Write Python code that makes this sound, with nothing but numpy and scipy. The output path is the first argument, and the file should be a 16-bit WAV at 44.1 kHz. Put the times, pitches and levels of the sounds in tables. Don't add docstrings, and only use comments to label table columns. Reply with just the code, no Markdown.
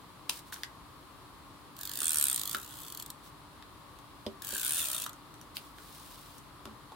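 import sys
import numpy as np
from scipy import signal
from scipy.fft import rfft, irfft
from scipy.io import wavfile

SR = 44100
rng = np.random.default_rng(int(sys.argv[2]) if len(sys.argv) > 2 else 0)


def dump(signal):
    limited = np.clip(np.atleast_2d(signal).T, -1, 1)
    pcm = np.round(limited * 32767).astype(np.int16)
    wavfile.write(sys.argv[1], SR, pcm)


N = 306891
TIME = np.arange(N) / SR

# time_s, speed_teeth_per_s
WHEEL_SPEED = [
    [(1.7654, 41.9), (1.837, 48.9), (1.937, 48.1), (2.045, 81.7), (2.128, 77.8), (2.355, 62.6),
     (2.442, 46.4), (2.56, 62.3)],
    [(2.567, 64), (2.857, 64), (2.925, 40), (3.015, 40), (3.04, 24.3), (3.11, 24.3)],
    [(4.4203, 33.6), (4.547, 72.2), (4.624, 55.4), (4.78, 90.2), (4.848, 71.5), (4.979, 57.3),
     (5.059, 43.1), (5.101, 15)],
]
# time_s, pressure_db
HAND_PRESSURE = [
    [(1.765, -30), (1.81, -10.5), (1.95, -6), (2.06, -3), (2.23, 2.5), (2.4, -0.5), (2.555, -3.5)],
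    [(2.567, -17.5), (2.68, -30.5), (2.88, -22), (3.01, -8.5), (3.06, -26), (3.11, -13)],
    [(4.42, -15.5), (4.53, -6.5), (4.65, 0.5), (4.78, -7.5), (4.95, -2.5), (5.05, -5), (5.07, -29)],
]
# glue_grip_db, snap_pitch_hz, left_minus_right_db
HOLD = [(-1, 8860, -1.4), (-.5, 9600, 0.5), (5, 8800, 1)]


def motion(usual_teeth_per_s=60):
    ticks = []
    speed, press, grip, place = np.zeros((4, N))
    for pace, bearing, (grip_db, _, _) in zip(WHEEL_SPEED, HAND_PRESSURE, HOLD):
        on = (TIME >= pace[0][0]) & (TIME <= pace[-1][0])
        pass_time = TIME[on]
        rate = np.interp(pass_time, *np.transpose(pace))
        teeth = np.cumsum(rate) / SR
        new_tooth = np.diff(np.floor(teeth), prepend=-1) > 0
        ticks.extend(pass_time[new_tooth])
        speed[on] = np.log2(rate / usual_teeth_per_s)
        press[on] = np.interp(pass_time, *np.transpose(bearing))
        grip[on] = amp(grip_db)
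        place[on] = teeth / teeth[-1]
    return np.array(ticks), speed, press, grip, place


def held():
    starts = [pace[0][0] for pace in WHEEL_SPEED[1:]]
    return np.array(HOLD)[np.searchsorted(starts, TIME)].T


def level(law, speed, press):
    usual_db, per_press, per_doubling = law
    return amp(usual_db + per_press * press + per_doubling * speed)


# level_db at the usual speed, slope_db_per_db of pressure, slope_db_per_doubling of speed
RASP_LAW = (-29, 0.47, -3)
SNAP_LAW = (-34, 1.65, 20.5)
# frequency_hz, relative_level_db
RASP_SPECTRUM = [(900, -16.5), (2400, -31), (3300, -3), (4100, -1), (4800, -5.5), (6200, -7), (7300, -3),
                 (8500, -1.5), (9700, -6.5), (10700, -5.5), (11600, -7.5), (13200, 3.5), (14600, -5),
                 (16000, -4.5)]
SNAP_SPECTRUM = [(700, -37), (1300, -16.5), (2200, -20.5), (4000, -16), (6200, -13), (7600, -7), (8300, 3),
                 (8800, -1), (9700, -4), (10900, -5.5), (13000, -10.5), (16000, -49)]
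USUAL_SNAP_HZ = 8600


def ratchet(rise_s=0.00055, rasp_s=0.0042, snap_s=0.00035, snap_lag_s=0.00027, snap_crack=0.017,
            scatter_db=1.0, rasp_trim_db=-0.5, snap_trim_db=9.0, seated_db=1.0, likeness=0.58, size=700):
    t = np.arange(size) / SR
    chatter = (1 - np.exp(-t / rise_s)) * np.exp(-(t / rasp_s) ** 2)
    kept, fresh = np.sqrt([0.55, 0.45])
    ticks, speed, press, _, _ = motion()
    rasp_gain = level(RASP_LAW, speed, np.minimum(press, seated_db))
    snap_gain = level(SNAP_LAW, speed, press)
    rasps, snaps = np.zeros((2, 2, N))
    rasp, snap = noise(size, likeness), burst(snap_s, likeness)
    for when in ticks:
        now = round(when * SR)
        force = amp(scatter_db * rng.standard_normal())
        rasp = kept * rasp + fresh * noise(size, likeness)
        sign = rng.choice([-1, 1])
        snap = kept * snap + fresh * sign * burst(snap_s, likeness, snap_crack)
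        add(rasps, when, force * rasp_gain[now] * chatter * rasp)
        add(snaps, when + snap_lag_s, force * snap_gain[now] * snap)
    _, snap_hz, _ = held()
    rung = np.zeros((2, N))
    for pitch in np.unique(snap_hz):
        spectrum = [(hz * pitch / USUAL_SNAP_HZ, db) for hz, db in SNAP_SPECTRUM]
        rung += colour(snaps * (snap_hz == pitch), spectrum)
    return amp(rasp_trim_db) * colour(rasps, RASP_SPECTRUM) + amp(snap_trim_db) * rung


# level_db at the usual speed, slope_db_per_db of pressure, slope_db_per_doubling of speed
HISS_LAW = (-42, 0.38, 11)
ROLL_LAW = (-48.5, 0.46, 2.3)
# frequency_hz, relative_level_db
PEEL_SPECTRUM = [(1500, -35.5), (2250, -7.5), (2600, 1.5), (2900, -1), (3500, -4), (4500, -4), (5400, -6),
                 (6600, -1.5), (7600, 0.5), (8400, -2), (9600, 4), (10900, -4.5), (13000, 0), (16000, -1)]
ROLLER_SPECTRUM = [(150, -32), (350, -17), (600, 8), (850, -9), (1250, -2), (1550, 8), (1900, 8),
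                   (2300, -13), (2750, -19), (3400, 3.5), (5000, -5)]
LOW_START_HZ, LOW_END_HZ, LOW_RING_DB = 1673, 1163, -2
HIGH_EDGE_HZ, HIGH_MIDDLE_HZ, HIGH_RING_DB = 3520, 3400, 2


def tape(hiss_trim_db=-0.5, roll_trim_db=-6.0, ring_trim_db=-6.0, jerk=1.2, jerk_s=0.0057,
         low_width_hz=240, high_width_hz=650, uneven_db=2, uneven_hz=7, roll_grip=0.49):
    ticks, speed, press, grip, place = motion()
    hiss = grip * level(HISS_LAW, speed, press)
    roll = grip ** roll_grip * level(ROLL_LAW, speed, press)
    since_tick = abs(TIME - ticks[np.searchsorted(ticks, TIME) - 1])
    roll *= (1 + jerk * np.exp(-since_tick / jerk_s)) / np.sqrt(1 + jerk)
    tearing = amp(hiss_trim_db) * hiss * grainy(grain_db=5.0, grain_hz=600, likeness=0.05)
    rolling = grainy(grain_db=4.0, grain_hz=157, likeness=1.0)
    low_hz = LOW_START_HZ + (LOW_END_HZ - LOW_START_HZ) * place
    high_hz = HIGH_EDGE_HZ + (HIGH_MIDDLE_HZ - HIGH_EDGE_HZ) * np.sin(np.pi * place) ** 2
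    ring = np.zeros((2, N))
    for db, hz, width_hz in ((LOW_RING_DB, low_hz, low_width_hz), (HIGH_RING_DB, high_hz, high_width_hz)):
        resonance = unit(resonate(resonate(rolling, hz, width_hz), hz, width_hz))
        ring += roll * amp(db + uneven_db * drift(uneven_hz)) * resonance
    rumble = colour(roll * grainy(grain_db=0, grain_hz=152, likeness=1.0), ROLLER_SPECTRUM)
    return colour(tearing, PEEL_SPECTRUM) + amp(roll_trim_db) * rumble + amp(ring_trim_db) * ring


# start_s, table_level_db, card_level_db, card_pitch_hz, case_level_db, tick_level_db, contact_s
KNOCKS = [(0.2929, -62, -48, 950, -34, -38, 0.00057), (0.2951, -52, -34, 950, -20.5, -22, 0.00061),
          (0.5247, -71, -39, 1710, -47, -51, 0.00102), (0.5419, -65, -59, 1600, -39, -36, 0.00048),
          (0.562, -70, -46, 1660, -39, -52, 0.00026), (0.634, -71, -28.5, 1830, -27.5, -31.5, 0.00045),
          (2.0162, -49.5, -35.5, 1420, -42, -40, 0.0012), (2.546, -42.5, -28.5, 1500, -30, -38, .0014),
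          (3.624, -68, -52, 1900, -48, -58, .0012), (3.988, -77, -58, 1600, -53.5, -49.5, 0.00048),
          (4.2641, -31, -36, 560, -32.5, -46.5, .0011), (4.529, -44.5, -42.5, 596, -40, -48, 0.00057),
          (5.0624, -56, -33, 1344, -39, -38, 0.0017), (5.131, -70, -50, 1420, -55, -46, .001),
          (5.341, -67, -55, 1600, -51, -46, 0.00048), (5.413, -55, -62, 1600, -56, -45.5, .0011),
          (5.569, -54, -30, 1740, -19.5, -24, 0.00015), (5.784, -64, -44.5, 1650, -51, -53, 0.00078),
          (6.38, -54, -65, 1590, -70, -50, 0.0025), (6.6543, -44.5, -34, 1210, -44, -45.5, 0.0008),
          (6.671, -38.5, -61, 900, -59, -73, .0038), (6.704, -42, -58, 900, -65, -70, 0.003),
          (6.919, -61, -44, 930, -56, -58, 0.0015)]
# frequency_hz, relative_level_db, decay_t60_s
TABLE_MODES = [(97, -9.5, 0.14), (203, -47, 0.11), (221.7, 1.5, 0.19), (307, 5, 0.053), (391, 1, 0.22),
               (577, 2, 0.12), (588, 10.5, 0.019), (845, 1, .03), (950, 6.5, 0.019)]
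# frequency_hz, relative_level_db
CARD_SPECTRUM = [(300, -22.5), (750, -3), (1200, -3), (1400, 10.5), (1750, 7.5), (2100, -5), (2500, -13),
                 (4000, -40), (9000, -72)]
CASE_SPECTRUM = [(800, -26), (2200, -5), (2650, 1.5), (3050, 7.5), (3500, 7.5), (3900, 7.5), (4300, 3),
                 (5200, 2), (6500, -23), (12000, -39)]
TICK_SPECTRUM = [(1500, -25), (4500, -35), (5800, 1), (7000, -1.5), (9500, 3), (11000, -0.5), (12500, 1.5),
                 (14500, 2), (16000, -16.5)]
USUAL_CARD_HZ = 1600
REBOUND_S, REBOUND_DB = 0.0097, -17


def knocks(push_per_contact=1.09, brighten_db=5, usual_contact_s=0.00019, size=9000):
    t = np.arange(size) / SR
    thud = np.zeros(size)
    for k, (hz, db, t60) in enumerate(TABLE_MODES):
        thud += (-1) ** k * amp(db - 60 * t / t60) * np.sin(2 * np.pi * hz * t) / 2
    body, case = np.zeros((2, 2, N))
    for s, table_db, card_db, card_hz, case_db, tick_db, contact_s in KNOCKS:
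        push = np.exp(-t / (push_per_contact * contact_s) * 2 * np.pi) * t
        thump = signal.fftconvolve(thud, push / push.sum())
        add(body, s, amp(table_db) * np.tile(thump, (2, 1)))
        card = [(hz * card_hz / USUAL_CARD_HZ, db) for hz, db in CARD_SPECTRUM]
        tilt = brighten_db * np.tanh(2 * np.log2(usual_contact_s / contact_s))
        tick = [(hz, db + tilt * np.log2(hz)) for hz, db in TICK_SPECTRUM]
        for when, force in ((s, 1), (s + REBOUND_S, amp(REBOUND_DB))):
            add(body, when, force * amp(card_db) * colour(burst(contact_s, 0.97, crack=0.58), card))
            add(case, when, force * amp(case_db) * burst(contact_s, 0.59, crack=0.23))
            add(body, when, force * amp(tick_db) * colour(burst(contact_s, 0.15, crack=0.033), tick))
    return body + colour(case, CASE_SPECTRUM)


def stroke(start, length, db, peak, fullness=0.54):
    u = np.clip((TIME - start) / length, 0, 1) ** (-1 / np.log2(np.clip(peak, 0.05, 0.95)))
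    return amp(db) * abs(np.sin(np.pi * u)) ** fullness


# start_s, length_s, pressure_level_db,
# peak_place (0-1 of the length)
SLIDES = [(0.288, 0.12, -47, 0.5), (0.458, 0.05, -57.5, .45), (.521, 0.0254, -41, 0.52),
          (0.55, 0.096, -53.5, 0.1), (3.223, 0.082, -57.5, .45), (5.548, 0.047, -50, 0.37),
          (5.59, 0.15, -59, 0.2), (5.75, .68, -53.5, 0.4)]
# frequency_hz, relative_level_db
PAPER_SPECTRUM = [(500, -29), (1500, 2), (2300, -1), (3700, 7), (5200, 4), (6800, 0.5), (9000, 4),
                  (13000, 1), (16000, 4)]


def slides(flutter_db=1.0, flutter_hz=40, catch_db=-2, catches_per_s=70, catch_spread_db=3, firm_db=-45):
    pressure = sum(stroke(*row) for row in SLIDES) * amp(flutter_db * drift(flutter_hz))
    caught = rng.random(N) < catches_per_s / SR
    catches = caught * amp(catch_spread_db * rng.standard_normal(N))
    ticks = unit(signal.oaconvolve(catches[None], burst(0.00081, 0.35), axes=1)[:, :N])
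    firmness = np.minimum(pressure / amp(firm_db), 1)
    brushing = grainy(grain_db=2.5, grain_hz=352, likeness=0.42)
    return colour(pressure * (brushing + amp(catch_db) * firmness * ticks), PAPER_SPECTRUM)


def hand_echo(x, gain=0.56, delay_s=0.000836, sway=0.25):
    late = [np.interp(TIME - delay_s * np.exp(sway * drift(hz=1.97)), TIME, side) for side in x]
    return x + gain * np.array(late)


# frequency_hz, decay_t60_s
ROOM_DECAY = [(200, 0.1), (1500, 0.23), (4000, 0.091), (9000, 0.16), (16000, 0.033)]


def room(x, first_s=0.0024, size=16384):
    taps = rng.standard_normal((2, size)) * (np.arange(size) / SR > first_s)
    hz, t, z = signal.stft(taps, SR, nperseg=128)
    decay = amp(-60 * t / read(ROOM_DECAY, hz)[:, None])
    tail = signal.istft(z * decay, SR, nperseg=128)[1]
    return signal.oaconvolve(x, tail / np.linalg.norm(tail[0]), axes=1)[:, :N]


# frequency_hz, relative_level_db
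AIR_SPECTRUM = [(20, -45), (45, -1), (65, -4), (95, -5.5), (140, -3), (220, -10), (295, -5.5), (460, -13.5),
                (750, -13.5), (1110, -4.5), (1500, -16), (2500, -21), (4200, -19), (6000, -29.5),
                (10000, -26), (15500, -31.5)]
# frequency_hz, likeness (0-1)
AIR_LIKENESS = [(40, 0.88), (120, 0.6), (300, 0.62), (950, 0.66), (2400, 0.1), (6000, 0), (15000, 0)]
# frequency_hz, left_minus_right_db
AIR_BALANCE = [(60, -0.5), (150, 1), (380, 1.0), (950, 4.5), (2380, 0.5), (5980, 0.5), (15000, 0)]
# frequency_hz, level_db
HUM = [(123.5, -70), (291, -67)]


def room_air(air_db=-52.5, waver_rad=0.33):
    hz = np.fft.rfftfreq(N, 1 / SR)
    a, b = rfft(rng.standard_normal((2, N)))
    c = np.clip(read(AIR_LIKENESS, hz), -1, 1)
    lean_db = read(AIR_BALANCE, hz) / 2
    left = a * amp(lean_db)
    right = (c * a + np.sqrt(1 - c ** 2) * b) * amp(-lean_db)
    air = amp(air_db) * unit(irfft(np.array([left, right]) * amp(read(AIR_SPECTRUM, hz)), N))
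    hum = sum(amp(db) * unit(np.sin(2 * np.pi * f * TIME + waver_rad * drift(hz=5.5))) for f, db in HUM)
    return air + hum


def grainy(grain_db, grain_hz, likeness):
    return unit(noise(N, likeness) * amp(grain_db * drift(grain_hz)))


def burst(contact_s, likeness, crack=0, size=700):
    u = np.arange(size) / SR / max(contact_s, 1 / SR)
    shape = u * np.exp(1 - u)
    share = np.clip(crack, 0, 1)
    sound = np.sqrt(1 - share) * unit(noise(size, likeness) * shape) / np.sqrt(size)
    sound[:, np.argmax(shape)] += np.sqrt(share)
    return sound * np.linalg.norm(shape)


def resonate(x, hz, width_hz):
    turn = np.exp(2j * np.pi * np.cumsum(hz) / SR)
    r = np.exp(-np.pi * width_hz / SR)
    shifted = signal.lfilter([1], [1, -r], x / turn + 1e-18)
    return np.sqrt(2 * (1 - r ** 2)) * (turn * shifted).real


def colour(x, spectrum, size=2048):
    log_gain = np.log(amp(read(spectrum, abs(np.fft.fftfreq(size, 1 / SR)))))
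    ring = np.fft.ifft(np.exp(np.conj(signal.hilbert(log_gain)))).real[:size // 2]
    return signal.oaconvolve(x, ring[None] / np.linalg.norm(ring), axes=1)[:, :N]


def noise(size, likeness):
    a, b = rng.standard_normal((2, size))
    c = np.clip(likeness, -1, 1)
    return np.array([a, c * a + np.sqrt(1 - c ** 2) * b])


def drift(hz):
    low_pass = 1 + (np.fft.rfftfreq(N, 1 / SR) / hz) ** 4
    return unit(irfft(rfft(rng.standard_normal(N)) / low_pass, N))


def amp(db):
    return 10 ** (np.asarray(db) / 20)


def unit(x):
    return x / np.sqrt(np.mean(x ** 2) + 1e-20)


def read(points, hz):
    f, value = np.transpose(points)
    return np.interp(np.log(hz + 1), np.log(f + 1), value)


def add(mix, s, sound):
    part = mix[:, round(s * SR):][:, :sound.shape[1]]
    part += sound[:, :part.shape[1]]


def scene(runner_room_db=-11, knock_room_db=-7):
    _, _, lean_db = held()
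    runner = hand_echo(ratchet() + tape()) * amp([lean_db / 2, -lean_db / 2])
    handling = knocks() + slides()
    reverberant = room(amp(runner_room_db) * runner + amp(knock_room_db) * handling)
    return runner + handling + reverberant + room_air()


def record(dry, low_cut_hz=36, edge_hz=16000):
    lean = signal.sosfilt(signal.butter(3, low_cut_hz, "high", fs=SR, output="sos"), dry)
    low_pass = signal.firwin(401, edge_hz, window=("kaiser", 8), fs=SR)
    return signal.oaconvolve(lean, low_pass[None], "same")


dry = scene()
out = record(dry)
dump(out)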